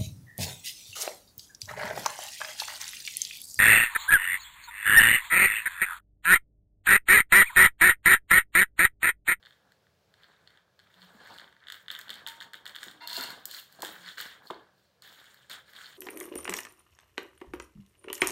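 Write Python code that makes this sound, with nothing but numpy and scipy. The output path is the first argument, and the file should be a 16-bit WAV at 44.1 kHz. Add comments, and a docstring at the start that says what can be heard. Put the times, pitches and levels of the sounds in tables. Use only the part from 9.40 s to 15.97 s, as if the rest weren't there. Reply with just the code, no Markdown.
"""A quiet, hard room with a stone floor: a bangle spins down, its rim clattering in ever quicker runs,
until a cat pounces, drags it along and rolls over on it. A phone is held close.
Rim hits and rubs excite one set of resonances; the hoop and hums are sines, the thuds falling sweeps.
The squawk is grit through narrow modes, the fur dull grit, the air shaped noise, the echo decaying noise."""
import sys
import numpy as np
from scipy import signal
from scipy.fft import rfft, irfft
from scipy.io import wavfile
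from scipy.ndimage import uniform_filter1d

SR = 44100
rng = np.random.default_rng(int(sys.argv[2]) if len(sys.argv) > 2 else 0)


def unload_wav(signal):
    """Save mono or channel-first audio to the path in sys.argv[1] as 16-bit WAV at rate SR, clipped to [-1, 1]."""
    wavfile.write(
        sys.argv[1],
        SR,
        np.round(np.clip(np.atleast_2d(signal).T, -1, 1) * 32767).astype(np.int16),
    )


N = 289737
T_S = np.arange(N) / SR

# bangle resonances in five families (near 3.5, 1.7, 4.3 kHz, treble, top): pitch_hz, width_hz, level_db
BANGLE_MODES = [
    [(3215, 1010, -1), (3652, 920, -1)],
    [(1620, 640, 3), (1876, 690, -2.5), (1270, 700, -5.5), (2240, 450, -9)],
    [(4284, 870, 2), (4983, 830, -14.5)],
    [(5270, 1100, -5), (5890, 1100, -9.5), (6902, 1050, -1.5), (7660, 1550, -6), (8740, 1220, -3.5),
     (9850, 1400, -13.5)],
    [(10850, 1100, -9), (12080, 1800, -1), (13200, 1760, -2), (14600, 1500, -5), (15400, 1260, -1)],
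]


def undb(db):
    """Decibels to amplitude."""
    return 10 ** (np.asarray(db) / 20)


def ring(x, hz, width_hz, order=3):
    """A resonance applied several times: soft rise, steep skirts."""
    b, a = signal.iirpeak(min(hz, .45 * SR), hz / width_hz, SR)
    return signal.sosfilt(np.tile(np.r_[b, a], (order, 1)), x)


def coloured(x, spectrum):
    """Shape x by (Hz, dB) points and bring it to rms 1."""
    hz, db = np.transpose(spectrum)
    bin_hz = np.arange(len(x) // 2 + 1) * SR / len(x) + 1
    gain = undb(np.interp(np.log(bin_hz), np.log(hz), db))
    y = irfft(rfft(x) * gain, len(x))
    return y / np.std(y)


def walk(rate_hz):
    """Random levels held 1 / rate_hz seconds and slewed; spread near 1."""
    hold = int(SR / rate_hz)
    steps = np.repeat(rng.standard_normal(N // hold + 1), hold)
    return uniform_filter1d(steps, hold)[:N] / 0.77


def grit(rate_hz, spread_db):
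    """Random bumps of the stone, a few much larger than the rest; rms 1."""
    chance = rng.random(N) * SR / rate_hz
    at = np.flatnonzero(chance < 1)
    bumps = np.zeros(N)
    polarity = np.sign(chance[at] - .5)
    bumps[at] = polarity * undb(spread_db * rng.exponential(size=len(at)))
    return bumps / np.std(bumps)


def air():
    """Background noise of the room, its level drifting slowly."""
    # pitch_hz, density_db (per Hz)
    air_spectrum = [(18, -72), (30, -73), (64, -4), (194, -4), (252, -17.5), (461, -8), (600, -8.5),
                    (844, -17), (2750, -20.5), (4650, -20.5), (8980, -32), (14400, -31.5), (16000, -33)]
    return coloured(rng.standard_normal(N), air_spectrum) * undb(-72 + 1.5 * walk(6.))


def fur():
    """Rustle of fur and paws: dull grit, also stirred by every rub of the rim."""
    # time_s, level_db
    rustle_levels = [(0, -72), (0.33, -73.5), (0.6, -85), (0.85, -66), (1, -70.5), (1.4, -77), (1.76, -62),
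                     (1.92, -53), (2.2, -73.5), (2.86, -61), (3.25, -64), (3.51, -60), (3.6, -67),
                     (3.81, -49), (4.331, -71), (4.45, -50), (4.75, -71.5), (4.95, -61), (5.09, -64),
                     (5.11, -53.5), (5.36, -77), (5.57, -81), (5.68, -67.5), (6.09, -72), (6.17, -62),
                     (6.32, -78.5), (6.57, -68.5)]
    # pitch_hz, density_db (per Hz)
    fur_spectrum = [(88, -13.5), (150, -8), (280, -7.5), (351, -7.5), (742, -4.5), (948, -4.5), (1300, -6),
                    (1690, -0.5), (2860, -120)]
    rustle = undb(np.interp(T_S, *np.transpose(rustle_levels)))
    gain = np.hypot(rustle, undb(-13) * rub_gain(family=1))
    return coloured(grit(2500., spread_db=2.5), fur_spectrum) * gain * undb(2 * walk(40.))


def rub_gain(family):
    """Gain of one family: every rub rises, peaks and falls ever faster."""
    # start_s, rise_s (before lag), level_db near 1.7 kHz, fall_s (20 dB, before share),
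    # extra_treble_db, extra_db near 4.3 kHz
    rub_events = [(0.02, 0.053, -65, 0.17, 1.5, 1), (0.25, 0.063, -73, 0.06, -1, 0),
                  (0.738, 0.08, -65, 0.46, -4, 2), (1.07, 0.066, -65.5, .16, -10, -5),
                  (1.39, .005, -69, 1, -3.5, -3), (1.5, .13, -62, .25, 4, 4),
                  (1.74, 0.16, -54.5, 0.27, 0.5, 6), (2.19, 0.079, -59, 0, -13, -12),
                  (2.271, 0.06, -54.5, 0.15, 2.5, -1), (2.483, .04, -50.5, 0.26, 0.5, -9),
                  (2.693, 0.0055, -48.5, 0.2, -3, 2), (2.866, 0.0046, -48, 0.15, 3, 0),
                  (3.004, .005, -49.5, 0.08, -2, 1), (3.134, 0.0038, -54, 0.1, -1.5, -3),
                  (3.258, .005, -53.5, 0.2, 2.5, -10), (3.35, 0.071, -51, 0.2, 4.5, -3),
                  (3.605, .005, -56, 0.57, 1.5, 8.5), (3.675, 0.086, -42.5, 0.2464, 9.5, 12.5),
                  (4.07, .07, -50, .15, 12, 14), (4.28, 0.024, -65, 0.35, 8, 8.5),
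                  (4.422, 0.0043, -47, 0.2463, 8, 4), (4.609, 0.064, -49, 0.1348, 4, 7),
                  (4.772, .005, -42, 0.2158, 2.5, 2), (5.029, .04, -70, .08, 17, 19),
                  (5.106, 0.0045, -61.5, 0.22, -4, 3), (5.3, 0.093, -82.5, 0.27, 13, 17),
                  (5.622, 0.0041, -56.5, 0.67, 5, 2.5), (6.096, 0.0041, -44, 0.12, 3, -2),
                  (6.255, .03, -62, .13, 6, 8), (6.334, .02, -52, .42, 3, 4)]
    # level_db per family at no extra treble
    family_db = [-4, 0, -10.5, -11.5, -14]
    # share of the extra treble per family; unused near 4.3 kHz
    treble_share = [0.42, 0.0094, 0, 0.88, 1.08]
    # lag_s per family: 3.5 kHz, treble and top build up about 10 ms later
    family_lag_s = [0.0096, 0, 0, 0.01, 0.011]
    # fall-time factor per family
    fall_share = [0.97, 0.95, 0.84, 0.83, 0.78]
    coarse_s = np.arange(0, N, 64) / SR
    power = 0
    for start_s, rise_s, level_db, fall_s, treble_db, pinned_db in rub_events:
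        climb_s = rise_s + family_lag_s[family]
        age_s = coarse_s - start_s - climb_s  # from the peak
        rise_db = 12.5 * age_s / (climb_s + 1e-4)
        fall_db = -20 * (np.abs(age_s) / (fall_s * fall_share[family])) ** 1.5
        shape_db = np.where(age_s < 0, rise_db, fall_db)
        extra_db = pinned_db if family == 2 else treble_share[family] * treble_db
        rub_db = level_db + family_db[family] + extra_db + shape_db
        power = power + (coarse_s > start_s) * undb(rub_db) ** 2
    return np.interp(T_S, coarse_s, np.sqrt(power))


def rim_rubs():
    """Grit drives the bangle: a rasp through the same resonances, with broader skirts than the hits."""
    out = 0
    for family, modes in enumerate(BANGLE_MODES):
        rasp = 0
        for hz, width_hz, db in modes:
            bumps = grit(3000., spread_db=3.0)
            rasp = rasp + undb(db) * ring(bumps, hz, 0.82 * width_hz, order=2)
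        chatter = undb(2.1 * walk(60.) - 2.0)  # separate for each family
        out = out + rasp / np.std(rasp) * rub_gain(family) * chatter
    return out


def rim_hits():
    """Every hit lands elsewhere on the rim and weights the resonances anew."""
    # start_s, level_db near 3.5 kHz, then relative to it: low_db near 1.7 kHz,
    # pinned_db near 4.3 kHz, treble_db
    rim_clicks = [(0.027, -49, 0, -8, -22), (0.0354, -51, 1, -13, -19), (0.0514, -47, -1, -8, -19),
                  (0.059, -42.5, -8, -8, -16), (0.0676, -49.5, 7, -7, -20), (0.107, -49, 0, -9, -20),
                  (0.124, -55, 1, -14, -20), (0.3195, -57.5, 4.5, 0, -5), (0.467, -64, 8.5, -7, -10),
                  (0.7392, -51.5, -1, -4, -10), (0.8334, -46.5, -6, -9, -19), (0.8412, -51, 0, -3, -18),
                  (1.074, -45.5, -3.5, -2.5, -16), (1.104, -55, 1, -8, -10), (1.1729, -50, -1, -15, -18),
                  (1.3911, -51.5, -1, 0, -8), (1.3985, -51, -1, -5, -12), (1.472, -55, -7, -17, -17),
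                  (1.541, -49, -7, -12, -15), (1.618, -45.5, -5, -2, -18), (1.6273, -45, -8, -8, -17),
                  (1.8596, -48, 0, -7, -17), (1.8718, -50.5, 8, -4, -4), (1.9842, -36.5, -7, -13.5, -15),
                  (1.9963, -41, 0, -2, -21), (2.0053, -45, 0, -11, -12), (2.0142, -48, 7, -12, -22),
                  (2.0768, -49, 3, -15, -24), (2.1256, -53.5, 4, -10, -13), (2.1646, -60, 12, -2.5, -15),
                  (2.2027, -56.5, -6, -4, -18), (2.238, -50.5, 2, -15, -24), (2.2698, -36.5, -5, -20, -25),
                  (2.2835, -33, -5.5, -11, -18), (2.3001, -30.5, 0, -25, -12), (2.3214, -32, -3, -6, -6),
                  (2.3421, -35.5, -6, -15.5, -14), (2.3524, -45, -6, -23, -8), (2.461, -52, 0, -11, -25),
                  (2.4818, -29, -4, -16, -22), (2.5023, -22.5, -9, -31, -23), (2.5135, -38, 5, 2, -1),
                  (2.524, -36.5, -8, -17, -9), (2.5407, -44, -14, -19, -14), (2.55, -27.5, -13, -22, -18),
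                  (2.5629, -32, -12, -16, -24), (2.589, -39, 2.5, -11, 0), (2.6123, -39, -6, -2, -6),
                  (2.681, -38.5, -5, -12, -21), (2.693, -33, -1.5, -3, -14), (2.7029, -25.5, -13, -22, -12),
                  (2.7085, -36, -16, -6, -16), (2.7303, -35, -15, -16, -27), (2.74, -35.5, -17, -13, -8.5),
                  (2.7542, -41, -17, -10, -6), (2.7924, -46, -12, -7, -23), (2.8643, -24.5, -13, -26, -21),
                  (2.8724, -36.5, 1.5, -1, 1), (2.8848, -31.5, -13, -7, -3), (2.8958, -37, -20, -9, -9),
                  (3.0035, -31, -19, -20, -18), (3.0095, -42.5, 7.5, 1, -3.5), (3.02, -35, -4, -19, -16),
                  (3.0252, -37.5, -10, -4, -9), (3.1333, -39, 3, -1.5, -5), (3.1413, -33, 0.5, -13, -19),
                  (3.1524, -40, -16, -22, -12), (3.255, -43, 6, 4.5, -4), (3.2638, -28.5, -5, -26, -16.5),
                  (3.2763, -36.5, -9, -8, -3.5), (3.2937, -40.5, -17, -2, -10), (3.3482, -33, -9, -20, -25),
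                  (3.355, -41, 4, -7, -4), (3.3616, -28.5, -5, -11, -15), (3.3852, -38, -5, -4, -18),
                  (3.43, -31.5, -1.5, -8, -5.5), (3.4384, -40.5, -5, -15, 2), (3.4825, -33.5, -5, -13, -18),
                  (3.5117, -50, 2, 3, 1), (3.6735, -33, -12, 6, -2), (3.684, -33, -7, -14, -17),
                  (3.6965, -36, -10, 3, -12), (3.7304, -32.5, -13, 6, -3), (3.766, -48, -4, 25.5, 10),
                  (3.8089, -38, -9, 11.5, 6), (3.8295, -51, 10, 17, 10), (3.8363, -44, 2, 13, 8),
                  (3.8426, -55, 1, 21, 7), (3.887, -45, -14, 1, -8), (3.9033, -45.5, -6, 11.5, 1),
                  (4.0544, -40, -5, 2, 12), (4.1116, -38, -9, 0, -1), (4.166, -45, -5, -17, -1),
                  (4.1976, -59, 1, 9, 16), (4.3246, -66, 10, 15, 14), (4.394, -61, 12, 7, 0),
                  (4.4037, -51, -12, 2, 2), (4.4203, -31.5, -5, -4, 3), (4.4328, -57, 19, 7, 13),
                  (4.448, -29.5, -9, -24, -3), (4.458, -34, -3, -14, -4), (4.4686, -33, -7, -23, -9),
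                  (4.4796, -41, -3, -18, -14), (4.661, -41, -15, 2, -18), (4.6797, -39, 3, -15, -16),
                  (4.7806, -35.5, 6, -2.5, -11), (4.8016, -36.5, 7, 5, -2), (4.8107, -55.5, 10, 1, 18.5),
                  (5.0712, -52.5, -11, 10.5, -16), (5.1062, -32.5, -6.5, -15, -16),
                  (5.621, -50, -14, 6.5, 2.5), (5.6754, -55.5, 11, -11, 2), (5.7262, -51, -10, -7, -6),
                  (5.7994, -55, 7, -2, -4), (5.841, -54, 8, -2, -2), (5.8562, -47, -16, -18.5, -13),
                  (5.943, -67, 19.5, 14, 9.5), (6.097, -44, -13, 4.5, 1), (6.3335, -47, 2, -8, -8),
                  (6.4576, -61, 4, 20, -1), (6.465, -46, -7, 3, -8.5)]
    start_s, level_db, low_db, pinned_db, treble_db = np.transpose(rim_clicks)
    at = (start_s * SR).astype(int)
    # above 10 kHz a hit follows its treble, more steeply
    top_db = -5 + 1.35 * treble_db + 3.0 * rng.standard_normal(len(at))
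    relative_db = [0 * start_s, low_db, pinned_db, treble_db, top_db]
    crunch_s = np.arange(400) / SR
    impulse = np.eye(1, 2000)[0]
    out = 0
    for family, modes in enumerate(BANGLE_MODES):
        response = 0
        for m, (hz, width_hz, db) in enumerate(modes):
            response = response + (-1) ** m * undb(db) * ring(impulse, hz, width_hz, order=5)
        peak = np.max(np.abs(response))
        for m, (hz, width_hz, db) in enumerate(modes):
            scatter_db = rng.standard_normal(len(at))
            blows = np.zeros(N)
            np.add.at(blows, at, undb(level_db + relative_db[family] + scatter_db) / peak)
            if hz > 5000:  # the treble comes from a brief crunch, not one clean blow
                crunch = rng.standard_normal(len(crunch_s)) * np.exp(-crunch_s / .0012)
                crunch = 1.33 * crunch / np.sqrt(np.sum(crunch ** 2))
                blows = signal.oaconvolve(blows, crunch)[:N]
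            out = out + (-1) ** m * undb(db) * ring(blows, hz, width_hz, order=5)
    return out


def room(x):
    """Decaying noise, octave by octave, the treble dying first; energy 1."""
    # pitch_hz, t60_s
    room_decay = [(250, 0.42), (1500, 0.3), (4000, 0.28), (10000, 0.24)]
    tail_s = np.arange(SR // 2) / SR
    hz, t60_s = np.transpose(room_decay)
    tail = 0
    for octave_hz in 125 * 2. ** np.arange(8):
        b, a = signal.iirpeak(octave_hz, 1.4, SR)
        band = signal.lfilter(b, a, rng.standard_normal(len(tail_s)))
        band_t60_s = np.interp(np.log(octave_hz), np.log(hz), t60_s)
        tail = tail + band * undb(-60 * tail_s / band_t60_s)
    tail = tail * (tail_s > .003)
    return signal.fftconvolve(x, tail / np.sqrt(np.sum(tail ** 2)))[:N]


def hums():
    """Low, narrow, rough tones that swell and fade."""
    # start_s, length_s, pitch_hz, level_db
    hum_events = [(1.55, .2, 177, -68), (4.5, .25, 180, -68), (3.52, .18, 300, -67), (5.95, .2, 130, -75),
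                  (2.7, .08, 230, -70)]
    out = np.zeros(N)
    for start_s, length_s, hz, db in hum_events:
        phase = 2 * np.pi * np.cumsum(hz * (1 + .025 * walk(60.))) / SR
        tone = np.sin(phase) * undb(3 * walk(30.))
        swell = np.sin(np.pi * np.clip((T_S - start_s) / length_s, 0, 1)) ** .5
        out += np.sqrt(2) * undb(db) * tone * swell
    return out


def thuds():
    """Paws and body land: a short sweep, falling as the weight settles, over a dull broad bump."""
    # start_s, level_db (before 2 dB gain), first_hz, last_hz, t60_s
    thud_events = [(1.747, -50.5, 256, 203, 0.11), (3.465, -47, 465, 192, 0.067),
                   (3.775, -41, 746, 257.5, 0.19), (4.389, -42.5, 790, 490, 0.039),
                   (4.428, -27, 1079, 312, 0.045), (5.101, -26.5, 1306, 324, 0.052)]
    out = np.zeros(N)
    dull_spectrum = [(50, -40), (110, -13.5), (200, -3), (400, -3.5), (1200, -12.5), (2500, -20.0),
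                     (9000, -40.0)]
    dull = coloured(rng.standard_normal(N), dull_spectrum)
    for start_s, db, first_hz, last_hz, t60_s in thud_events:
        age_s = np.maximum(T_S - start_s, 0)
        hz = last_hz + (first_hz - last_hz) * np.exp(-(age_s / 0.00716) ** 2)
        sweep = np.sin(2 * np.pi * np.cumsum(hz * (age_s > 0)) / SR)
        shape = (1 - np.exp(-age_s / 0.002)) * undb(db + 2.0 - 60 * age_s / t60_s)
        out += shape * (sweep + 0.34 * dull)
    return out


def hoop():
    """A low bending mode rings on from a few moments of its own, wavering as the hoop wobbles."""
    # start_s, level_db
    hoop_rings = [(1.899, -55.5), (2.701, -63.5), (2.866, -51.5), (3.01, -66), (3.14, -76), (3.265, -64)]
    pitch_hz, t60_s = 917, .75
    level = np.zeros(N)
    phase = 2 * np.pi * np.cumsum(pitch_hz * (1 + .004 * walk(30.))) / SR
    for start_s, db in hoop_rings:
        age_s = np.maximum(T_S - start_s, 0)
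        level += (T_S > start_s) * undb(db - 60 * age_s / t60_s)
    return level * np.sin(phase) * undb(2.4 * walk(30.))


def squawk():
    """The dragged, pinned bangle: stick-slip grit rings narrow modes, each one stuttering."""
    # time_s, rms_db
    squawk_levels = [(3.598, -93), (3.608, -45.5), (3.665, -49), (3.69, -58), (3.73, -49), (3.8, -42),
                     (3.86, -50.5), (3.95, -56), (3.97, -71.5)]
    # pitch_hz, width_hz, level_db
    squawk_modes = [(668, 60, -10), (947, 70, 0), (1430, 110, -7), (2080, 90, -7), (2770, 90, -7),
                    (3590, 100, -5), (4300, 180, -4)]
    slips = grit(4000., spread_db=2.5)
    tone = 0
    for hz, width_hz, db in squawk_modes:
        mode = ring(slips, hz, width_hz, order=2) / np.sqrt(width_hz)
        tone = tone + undb(db + 3 * walk(120.)) * mode
    level_db = np.interp(T_S, *np.transpose(squawk_levels), left=-200, right=-200)
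    return tone / np.std(tone) * undb(level_db)


def scene():
    """Sum the direct sounds, their echo and the air."""
    hits, rubs, knocks, drag = rim_hits(), rim_rubs(), thuds(), squawk()
    echo = room(undb(-8) * hits + undb(-10) * (rubs + drag) + undb(-7.5) * knocks)
    return (hits + rubs + drag + hoop() + fur() + knocks + hums() + echo + air())[None]


def record(dry):
    """The microphone falls away below the bass and above its last peak; the recorder cuts the top."""
    soft = signal.sosfilt(signal.butter(4, 56, "high", fs=SR, output="sos"), dry)
    soft = signal.sosfilt(signal.ellip(5, .5, 22, 15750, fs=SR, output="sos"), soft)
    return signal.sosfilt(signal.ellip(10, .2, 80, 16700, fs=SR, output="sos"), soft)


dry = scene()
out = record(dry)
unload_wav(out)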